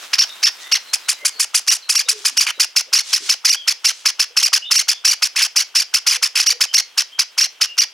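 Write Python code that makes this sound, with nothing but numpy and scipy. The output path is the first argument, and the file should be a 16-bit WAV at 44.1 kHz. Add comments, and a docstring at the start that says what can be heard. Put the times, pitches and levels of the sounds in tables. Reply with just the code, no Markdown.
"""Small room: three finch chicks beg on a cloth, close under the microphone; other birds chirp far off.
Each cheep is three arches of syrinx tension: the slack membranes rattle, lock into a whistle at the
first crest, then roughen through the later arches. Throat resonances colour it. Feet and wings rustle
as flickering coloured noise, footfalls and far notes are gliding sines, beaks click, the room echoes."""
import sys
import numpy as np
from scipy import signal
from scipy.fft import rfft, irfft, next_fast_len
from scipy.io import wavfile
from scipy.ndimage import uniform_filter1d

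SR = 44100
rng = np.random.default_rng(int(sys.argv[2]) if len(sys.argv) > 2 else 0)


def store_pcm(level_fs):
    """Save levels as 16-bit WAV."""
    pcm = np.round(np.clip(level_fs, -1, 1) * 32767).astype(np.int16)
    wavfile.write(sys.argv[1], SR, np.atleast_2d(pcm).T)


N = 349713

# still air, spectrum: (frequency [Hz], gain [dB])
AIR_COLOUR = [(30, 12), (100, -8), (200, -16), (450, 2), (1500, 0), (3200, 13), (5300, -23), (8000, -41),
              (16000, -33)]
AIR_DB = -50
# echo spectrum: (frequency [Hz], gain [dB])
ECHO_COLOUR = [(300, -6.5), (1000, -7.5), (2000, 6.5), (3400, 1.5), (4500, 5), (5350, 0), (6300, 1),
               (8000, -5), (15000, -12)]
# far birds: (start [s], length [s], start pitch [Hz], end pitch [Hz], level [dB])
FAR_CHIRPS = [(.27, 0.047, 3720, 3680, -40.5), (.54, 0.26, 3600, 3660, -47), (.58, 0.14, 1940, 2050, -49),
              (.84, .1, 4200, 4000, -45), (1.02, 0.13, 4000, 3940, -43), (1.15, 0.14, 2080, 2120, -46.5),
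              (1.31, 0.11, 4420, 4350, -44), (1.82, 0.023, 4150, 4050, -39), (2.05, 0.041, 3700, 3840, -35),
              (2.53, 0.043, 3920, 3840, -45), (3.54, .12, 3330, 3130, -35.5),
              (4.61, 0.07, 2870, 3030, -31.5), (4.64, 0.067, 3500, 3760, -36),
              (4.93, 0.051, 3400, 3450, -37), (6.67, 0.084, 3040, 3100, -36.5),
              (7.11, 0.066, 3200, 3180, -39.5), (7.65, 0.097, 2880, 2800, -39)]
# faint low tones in the room: (start [s], length [s], start pitch [Hz], end pitch [Hz], level [dB])
LOW_TONES = [(2.04, 0.097, 518, 470, -53), (2.11, 0.11, 451, 392, -46), (3.2, 0.06, 422, 384, -52.5),
             (4.3, 0.043, 477.6, 480, -56.5), (6.14, 0.083, 496, 496, -53.5), (6.48, 0.11, 496, 482, -51)]
# soft bumps of feet on cloth: (start [s], length [s], start pitch [Hz], end pitch [Hz], level [dB])
FOOTFALLS = [(1.21, 0.06, 542, 546, -46), (1.34, 0.095, 477, 425, -58), (2.29, 0.083, 257, 250, -61),
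             (2.57, 0.043, 470, 470, -49), (2.86, 0.051, 440, 480, -55.5), (3.19, 0.078, 345, 332, -56)]
# feet shuffle, then settle: (time [s], level [dB])
SHUFFLE = [(0, -38.5), (.75, -41), (1.3, -44.5), (1.7, -50), (2.3, -47.5), (2.7, -52), (7.9, -52)]
# wings brush past: (middle [s], length [s], level [dB])
WING_SWISHES = [(0.03, .12, -39), (0.628, 0.086, -36.5), (2.253, 0.38, -36.5), (3.116, 0.16, -27),
                (3.278, .17, -28.5), (3.964, 0.35, -43)]
# rustle spectra, cloth and wings: (frequency [Hz], gain [dB])
CLOTH_COLOUR = [(120, -67), (200, -19), (1500, -2.5), (1870, -5.5), (3690, -4.5), (5130, -9), (5630, -8.5),
                (16000, -21)]
WING_COLOUR = [(200, -37), (1000, -17), (3500, -2), (6000, -1), (9500, -11), (16000, -35)]
# beaks click as they part: (time [s], peak [dB])
BEAK_TICKS = [(.176, -40), (0.294, -20), (.422, -25), (1.667, -18), (6.732, -17), (7.77, -25)]

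# cheeps of each kind: (crest [s], crest pitch [Hz], level [dB], length factor [1])
SHORT_CHEEPS = [(.1435, 2594, -9.5, 0.69), (.9445, 2584, -9.5, 0.69), (1.1005, 2515, -10, 0.91),
                (1.265, 2483, -9.5, 0.88), (1.413, 2560, -10.5, 1), (1.561, 2550, -8.5, 1),
                (1.736, 2543, -14, 0.99), (1.9085, 2610, -10, .97), (2.1005, 2570, -9, 0.9),
                (2.2665, 2550, -9.5, 0.96), (2.4195, 2630, -17, 0.99), (2.6145, 2580, -7.5, 0.99),
                (2.7785, 2670, -7.5, .96), (2.9455, 2570, -8, 0.96), (3.146, 2690, -9.5, 1),
                (3.308, 2717, -8, 1), (3.4645, 2594, -7, 0.94), (3.692, 2637, -8, 0.97),
                (3.865, 2688, -12.5, 0.94), (4.0715, 2668, -8.5, 0.98), (4.211, 2695, -9.5, 0.96),
                (4.384, 2706, -8, 1), (4.546, 2648, -6.5, 0.97), (4.726, 2682, -6.5, 0.92),
                (4.8995, 2590, -9.5, 1), (5.064, 2678, -8.5, 0.98), (5.239, 2626, -9, 1),
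                (5.4335, 2658, -9.5, 0.99), (5.577, 2655, -10.5, 1), (5.7675, 2618, -10.5, 1),
                (5.9545, 2678, -8.5, .95), (6.082, 2583, -10.5, 0.97), (6.242, 2635, -9, 1),
                (6.4115, 2616, -10.5, 0.93), (6.6225, 2610, -7, 0.91), (6.9915, 2709, -8.5, 0.91),
                (7.204, 2646, -8.5, 0.85), (7.3945, 2639, -9.5, 0.95), (7.6265, 2630, -8.5, .94)]
LONG_CHEEPS = [(.205, 2800, -7.5, 0.89), (.451, 2733, -9.5, 0.94), (.7375, 2850, -9.5, 0.87),
               (1.698, 2878, -10.5, 0.96), (1.9735, 2852, -11.5, 1), (2.392, 2923, -10.5, 0.95),
               (2.972, 2883, -13, 0.96), (3.5105, 2910, -11, 0.97), (3.869, 2792, -11.5, 1),
               (4.4465, 2840, -10.5, 0.89), (4.775, 2876, -11, 1), (5.0955, 2941, -12, 1),
               (5.584, 2932, -14, 1), (5.785, 2800, -13, 1), (6.093, 2944, -14.5, 1),
               (6.4855, 2910, -10.5, 0.97), (6.762, 2856, -10, 1), (7.426, 2862, -11, 0.88),
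               (7.8015, 2943, -9, 0.94)]
HOARSE_CHEEPS = [(2.4755, 2472, -13, 0.99), (5.372, 2654, -11.5, 1.24), (6.131, 2387, -13, 1.1),
                 (6.364, 2664, -9.5, 0.96)]
# arches of tension: (time from crest [s], rise [s], fall [s], height [0-1], level [dB]);
# the length factor stretches their times
SHORT_ARCHES = [(0, .0092, .0082, 0.99, -0.5), (0.0192, .006, .0065, 0.73, -5), (.033, .004, .005, 0.6, -9)]
LONG_ARCHES = [(0, .0165, .0098, 1, 1.5), (.0225, .007, .007, .8, 3.5), (.038, .005, .006, .58, -2.5)]
HOARSE_ARCHES = [(0, .0075, .006, 0.95, -2.5), (0.0156, .0045, .0045, 0.85, -1.5),
                 (.029, .005, .005, .68, -4)]
# kinds of cheep: airflow onset_s, attack_s, end_s [s, onset and end from crest, stretched likewise];
# blunt [2 = bell, more = flatter arch]; lock [tension where membranes lock]; least_rough [0-1];
# sag_db [dB lost per unit of tension between arches]; rattle_low_db [change of the rattle's lows, dB]
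SHORT_VOICE = dict(onset_s=-0.019, attack_s=.0065, end_s=0.04075, blunt=2.1, lock=.93, least_rough=0.07, sag_db=20, rattle_low_db=1.5)
LONG_VOICE = dict(onset_s=-.027, attack_s=0.0099, end_s=0.053, blunt=2.6, lock=.87, least_rough=.04, sag_db=23, rattle_low_db=1.5)
HOARSE_VOICE = dict(onset_s=-.0115, attack_s=0.0052, end_s=0.041, blunt=2.2, lock=0.93, least_rough=0.13, sag_db=9.5, rattle_low_db=-2.5)
# colour as the head turns: (time [s], treble level [dB], level of low partials [dB])
SHORT_COLOUR = [(.14, -8.5, 2.5), (1.1, 9.5, 1), (1.5, 9.5, -1.5), (2.4, 5, 0), (2.8, -2.5, -3),
                (4.2, -4.5, -1), (4.7, -2, -2), (6.3, -0.5, -0.5), (7.6, -6, -1.5)]
LONG_COLOUR = [(.2, -13.5, -4.5), (.74, -9.5, 2), (1.7, -0.5, 0), (3, -4, -1), (4.8, -0.5, -1),
               (6.5, -5.5, -2.5), (7.8, -9, -2)]
HOARSE_COLOUR = [(2.5, 0.98, 13.6), (5.4, .5, 6.5), (6.4, 1, 6)]
# locked syrinx, harmonics 1-6: (level [dB])
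WHISTLE_DB = [-3.5, 1.5, -2, -4, -3, -4.5]
# windpipe and open beak: (frequency [Hz], gain [dB])
THROAT = [(150, -56), (500, -30), (750, -23.5), (1100, -12.5), (1900, -12.5), (2900, -5.5), (3800, -13),
          (4700, -4), (5700, 1), (6600, -6), (7900, -12.5), (10400, -10.5), (13500, -23), (16000, -28)]
# port difference: (frequency [Hz], left minus right [dB])
PORT_BALANCE = [(500, 3.8), (1000, 1), (2000, -0.9), (5000, -1), (8000, 1.7), (12000, -3)]

RELEASE_S = 0.0083   # airflow ramps to zero; stretched by the length factor
CUT_SHORT_DB = 44.5   # loss at the end of a shortened cheep, per unit of length factor
SLACK = .28   # resting tension
LOCK_RANGE, LOCK_LAG_S = .44, .0012   # tension span from whistle to full rattle, and its delay
SCOOP_LEAD_S, SCOOP_WIDTH_S, SCOOP_HEIGHT, SCOOP_DB = .003, .0035, .56, -24.5   # soft, before onset
AFTER_SHIFT_S, AFTER_HEIGHT_SPREAD, AFTER_SPREAD_DB = 0.001, .07, 1   # chance in later arches
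PORT_LEAD_S = 8e-6   # left port leads
LIMIT_DB, LIMIT_S = -9.0, 0.0033   # rms ceiling, time constant
CUTOFF_HZ = 16200


def from_db(db):
    """Amplitude ratio of a level in dB."""
    return 10 ** (np.asarray(db) / 20)


def rms_one(x):
    """Scale to an overall rms of 1."""
    return x / np.sqrt(np.mean(x ** 2) + 1e-20)


def at_hz(points, hz):
    """Read a spectrum on a log-frequency axis."""
    knots_hz, values = np.transpose(points)
    return np.interp(np.log(hz + 1), np.log(knots_hz), values)


def coloured(x, points):
    """Give a long signal a smooth spectrum."""
    size = next_fast_len(N)
    gain = from_db(at_hz(points, np.fft.rfftfreq(size, 1 / SR)))
    return irfft(rfft(x, size) * gain, size)[..., :N]


def resonate(x, gain_db):
    """Minimum-phase filter: it rings only after each pulse."""
    cepstrum = irfft(np.log(from_db(gain_db)))
    cepstrum[1:len(x) // 2] *= 2
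    cepstrum[len(x) // 2 + 1:] = 0
    return irfft(rfft(x) * np.exp(rfft(cepstrum)))


def wander(t, per_s):
    """Chance drawn per_s times a second, joined by straight lines; spread near 1."""
    knots = np.linspace(t[0], t[-1], int((t[-1] - t[0]) * per_s) + 2)
    return np.interp(t, knots, rng.standard_normal(len(knots)))


def evened(x, span_s=0.0041):
    """Hold the running rms near 1."""
    width = max(int(span_s * SR), 8)
    power = uniform_filter1d(uniform_filter1d(x * x, width), width)
    return x / np.sqrt(np.abs(power) + 1e-12)


def bell(t, width_s, blunt=2):
    """Smooth hump of height 1 at t = 0."""
    return np.exp(-.5 * np.abs(t / width_s) ** blunt)


def turns(hz):
    """Phase [rad] of a varying frequency."""
    return 2 * np.pi * np.cumsum(hz) / SR


def add(out, start_s, x):
    """Mix x in at a time."""
    i = round(start_s * SR)
    out[i:i + len(x)] += x[:max(N - i, 0)]


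def stereo_noise(side_db):
    """Noise mostly alike at two close microphone ports."""
    mid, side = rng.standard_normal((2, N))
    return mid + from_db(side_db) * side * [[1], [-1]]


def still_air():
    """Steady coloured noise of the room's air."""
    return from_db(AIR_DB) * rms_one(coloured(stereo_noise(side_db=-7.5), AIR_COLOUR))


def room(x, t60_s=0.25, wet_db=-21, side_db=-6, ring_db=-5.0):
    """Dense wall echoes, a few milliseconds late; one narrow band is raised and rings."""
    t = np.arange(N) / SR
    decay = from_db(-60 * t / t60_s) * np.clip(t / 0.014 - .5, 0, 1)
    tail = (stereo_noise(side_db) * decay)[:, :SR * 3 // 4]
    tail = tail / np.sqrt(np.sum(tail[0] ** 2))
    echoes = coloured(signal.fftconvolve(x[None], tail, axes=1)[:, :N], ECHO_COLOUR)
    ring = signal.lfilter(*signal.iirpeak(5290, 26, fs=SR), echoes)
    return from_db(wet_db) * (echoes + from_db(ring_db) * ring)


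def far_notes(rows, waver):
    """Soft gliding sines; a strong pitch waver blurs one into a dull bump."""
    out = np.zeros(N)
    for start_s, length_s, from_hz, to_hz, level_db in rows:
        t = np.arange(int(length_s * SR)) / SR
        pitch_hz = np.linspace(from_hz, to_hz, len(t)) * (1 + waver * wander(t, 600))
        swell = signal.windows.tukey(len(t), .6) * from_db(level_db + 4.4 * wander(t, 120))
        add(out, start_s, np.sqrt(2) * swell * np.sin(turns(pitch_hz)))
    return out


def grains(t, grain_db, flutter_db):
    """Catch and slip: noise whose level flickers fast, in slower clumps."""
    noise = stereo_noise(side_db=-6.5)
    return noise * from_db(grain_db * wander(t, 900) + flutter_db * wander(t, 44))


def rustle(grain_db=2.5, flutter_db=1.4):
    """Claws drag on cloth; feather barbs catch and slip as wings brush past."""
    t = np.arange(N) / SR
    feet = from_db(np.interp(t, *np.transpose(SHUFFLE)))
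    wings = sum(from_db(db) * bell(t - s, length_s / 4) for s, length_s, db in WING_SWISHES)
    cloth_noise = rms_one(coloured(grains(t, grain_db, flutter_db), CLOTH_COLOUR))
    wing_noise = rms_one(coloured(grains(t, grain_db, flutter_db), WING_COLOUR))
    return feet * cloth_noise + wings * wing_noise


def beak_ticks(size=1024):
    """Each click is an impulse that rings briefly in the mouth."""
    out = np.zeros(N)
    tick = resonate(signal.unit_impulse(size), at_hz(THROAT, np.fft.rfftfreq(size, 1 / SR)))
    for s, peak_db in BEAK_TICKS:
        add(out, s, from_db(peak_db) * tick / np.abs(tick).max())
    return out


def rattle(pitch_hz, jitter=.14, uneven_db=3.0, hiss=0.032):
    """Slack membranes slap at uneven intervals and strengths, over a hiss of air."""
    size = len(pitch_hz)
    cycles = np.cumsum(pitch_hz) / SR
    slaps = np.cumsum(np.exp(jitter * rng.standard_normal(size // 8)))
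    at = np.searchsorted(cycles, slaps[slaps < cycles[-1]])
    pulses = np.zeros(size)
    pulses[at] = -from_db(uneven_db * rng.standard_normal(size)[:len(at)])
    return pulses + hiss * rng.standard_normal(size)


def varied(arches):
    """Keep the first arch; shift later ones by chance in time, height and level."""
    first, *later = arches
    out = [first]
    chances = rng.standard_normal((len(later), 3))
    for (s, rise_s, fall_s, height, db), (shift, high, loud) in zip(later, chances):
        new_height = min(height * (1 + AFTER_HEIGHT_SPREAD * high), 1)
        out.append((s + AFTER_SHIFT_S * shift, rise_s, fall_s, new_height, db + AFTER_SPREAD_DB * loud))
    return out


def gesture(t, arches, voice, length):
    """Tension, roughness and air pressure [dB]: quick attack, sags between arches, release."""
    t = t / length
    crests_s, _, _, heights, levels_db = np.transpose(arches)
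    scoop = bell(t - voice["onset_s"] + SCOOP_LEAD_S, SCOOP_WIDTH_S)
    humps = [height * bell(t - s, np.where(t < s, rise_s, fall_s), voice["blunt"])
             for s, rise_s, fall_s, height, _ in arches]
    tension = np.maximum(np.max(humps + [SCOOP_HEIGHT * scoop], axis=0), SLACK)
    late_tension = np.interp(t - LOCK_LAG_S, t, tension)
    rough = np.clip((voice["lock"] - late_tension) / LOCK_RANGE, voice["least_rough"], 1)
    attack = np.clip((t - voice["onset_s"]) / voice["attack_s"], 0, 1)
    release = np.clip((voice["end_s"] - t) / RELEASE_S, 0, 1)
    sag_db = voice["sag_db"] * (np.interp(t, crests_s, heights) - tension) * (t > 0)
    fade_db = CUT_SHORT_DB * max(1 - length, 0) * np.clip(t / voice["end_s"], 0, 1)
    flow = attack * release * from_db(np.interp(t, crests_s, levels_db) - sag_db - fade_db)
    pressure = flow + from_db(SCOOP_DB) * scoop ** 2
    return tension, rough, 20 * np.log10(pressure + 1e-9)


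def cheep(row, arches, voice, treble_db, low_db,
          second_side_hz=1250, coupling=0.44, collide_db=-27, size=6144):
    """One call, crest 50 ms in: tension sets the pitch and turns rattle into whistle and back."""
    _, crest_hz, level_db, length = row
    t = np.arange(size) / SR - 1 / 20
    arch, roughness, pressure_db = gesture(t, arches, voice, length)
    rough = np.clip(roughness * from_db(2.2 * wander(t, 200)), 0, 1)
    # slack membranes never take quite the same path
    stray = .14 * (1 - arch) * wander(t, 90)
    flicker = (0.0043 + .025 * rough) * wander(t, 700)
    pitch_hz = crest_hz * arch / arch.max() * (1 + stray + flicker)
    phase = turns(pitch_hz)
    whistle = sum(from_db(db) * np.cos(k * phase) * (k * pitch_hz < SR / 2)
                  for k, db in enumerate(WHISTLE_DB, 1))
    # the second side of the syrinx beats against the first, more when rough: sidebands
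    beat_phase = turns(second_side_hz * from_db(2.4 * wander(t, 220)))
    whistle = whistle * (1 + 2 * coupling * rough * np.cos(beat_phase))
    # gape and turn of the head tilt the throat's spectrum
    hz = np.fft.rfftfreq(size, 1 / SR)
    lows = at_hz([(3000, 0.98), (4500, 0.031)], hz)
    highs = at_hz([(5500, 0.0047), (8300, 0.95), (11000, 0.69), (13500, 0.25)], hz)
    throat_db = at_hz(THROAT, hz) + low_db * lows + treble_db * highs
    clean = evened(resonate(-whistle, throat_db))
    harsh = evened(resonate(rattle(pitch_hz), throat_db + voice["rattle_low_db"] * lows))
    chaos = .75 * rough ** 2.5
    sound = np.sqrt(1 - chaos) * clean + np.sqrt(chaos) * harsh
    # on very little air the membranes do not collide: a pure tone opens and closes the call
    collide = np.clip((pressure_db - collide_db) / 10, 0, 1)
    sound = collide * sound + (1 - collide) * np.cos(phase)
    return sound * from_db(level_db + pressure_db + 1.27 * rough * wander(t, 300))


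def chick(rows, arches, voice, colour, gain_db):
    """All calls of one bird, each coloured by the turn of its head."""
    out = np.zeros(N)
    times_s, treble_db, low_db = np.transpose(colour)
    for row in rows:
        crest_s = row[0]
        treble_now_db = np.interp(crest_s, times_s, treble_db)
        low_now_db = np.interp(crest_s, times_s, low_db)
        add(out, crest_s - 1 / 20, cheep(row, varied(arches), voice, treble_now_db, low_now_db))
    return from_db(gain_db) * out


def ports(x):
    """Two ports hear close sound with slightly different colour and delay."""
    size = next_fast_len(N)
    hz = np.fft.rfftfreq(size, 1 / SR)
    half = from_db(at_hz(PORT_BALANCE, hz) / 2) * np.exp(1j * np.pi * hz * PORT_LEAD_S)
    return irfft(rfft(x, size) * np.array([half, 1 / half]), size)[:, :N]


def scene():
    """Three close chicks, far notes mostly through the room, rustle and still air."""
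    chicks = (chick(SHORT_CHEEPS, SHORT_ARCHES, SHORT_VOICE, SHORT_COLOUR, gain_db=0.0)
              + chick(LONG_CHEEPS, LONG_ARCHES, LONG_VOICE, LONG_COLOUR, gain_db=-1.5)
              + chick(HOARSE_CHEEPS, HOARSE_ARCHES, HOARSE_VOICE, HOARSE_COLOUR, gain_db=0.5))
    close = chicks + beak_ticks()
    far = far_notes(FAR_CHIRPS, waver=.03)
    low = far_notes(LOW_TONES, waver=.02) + far_notes(FOOTFALLS, waver=0.21)
    direct = ports(close) + from_db(-2) * far + low
    echoes = room(close + from_db(18) * far + from_db(18.5) * low)
    return direct + echoes + rustle() + still_air()


def limited(x):
    """Fast rms limiter shared by both channels; the first milliseconds slip through."""
    keep = np.exp(-1 / (LIMIT_S * SR))
    level = np.sqrt(signal.lfilter([1 - keep], [1, -keep], np.mean(x ** 2, axis=0)))
    return x / np.maximum(level / from_db(LIMIT_DB), 1)


def record(dry):
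    """Limit loud calls, round the sharpest peaks, thin the bass, cut the top."""
    rounded = 1.1 * np.tanh(limited(dry) / 1.1)
    thinned = signal.sosfilt(signal.butter(2, 160, "high", fs=SR, output="sos"), rounded)
    return signal.sosfilt(signal.ellip(10, .1, 70, CUTOFF_HZ, fs=SR, output="sos"), thinned)


dry = scene()
out = record(dry)
store_pcm(out)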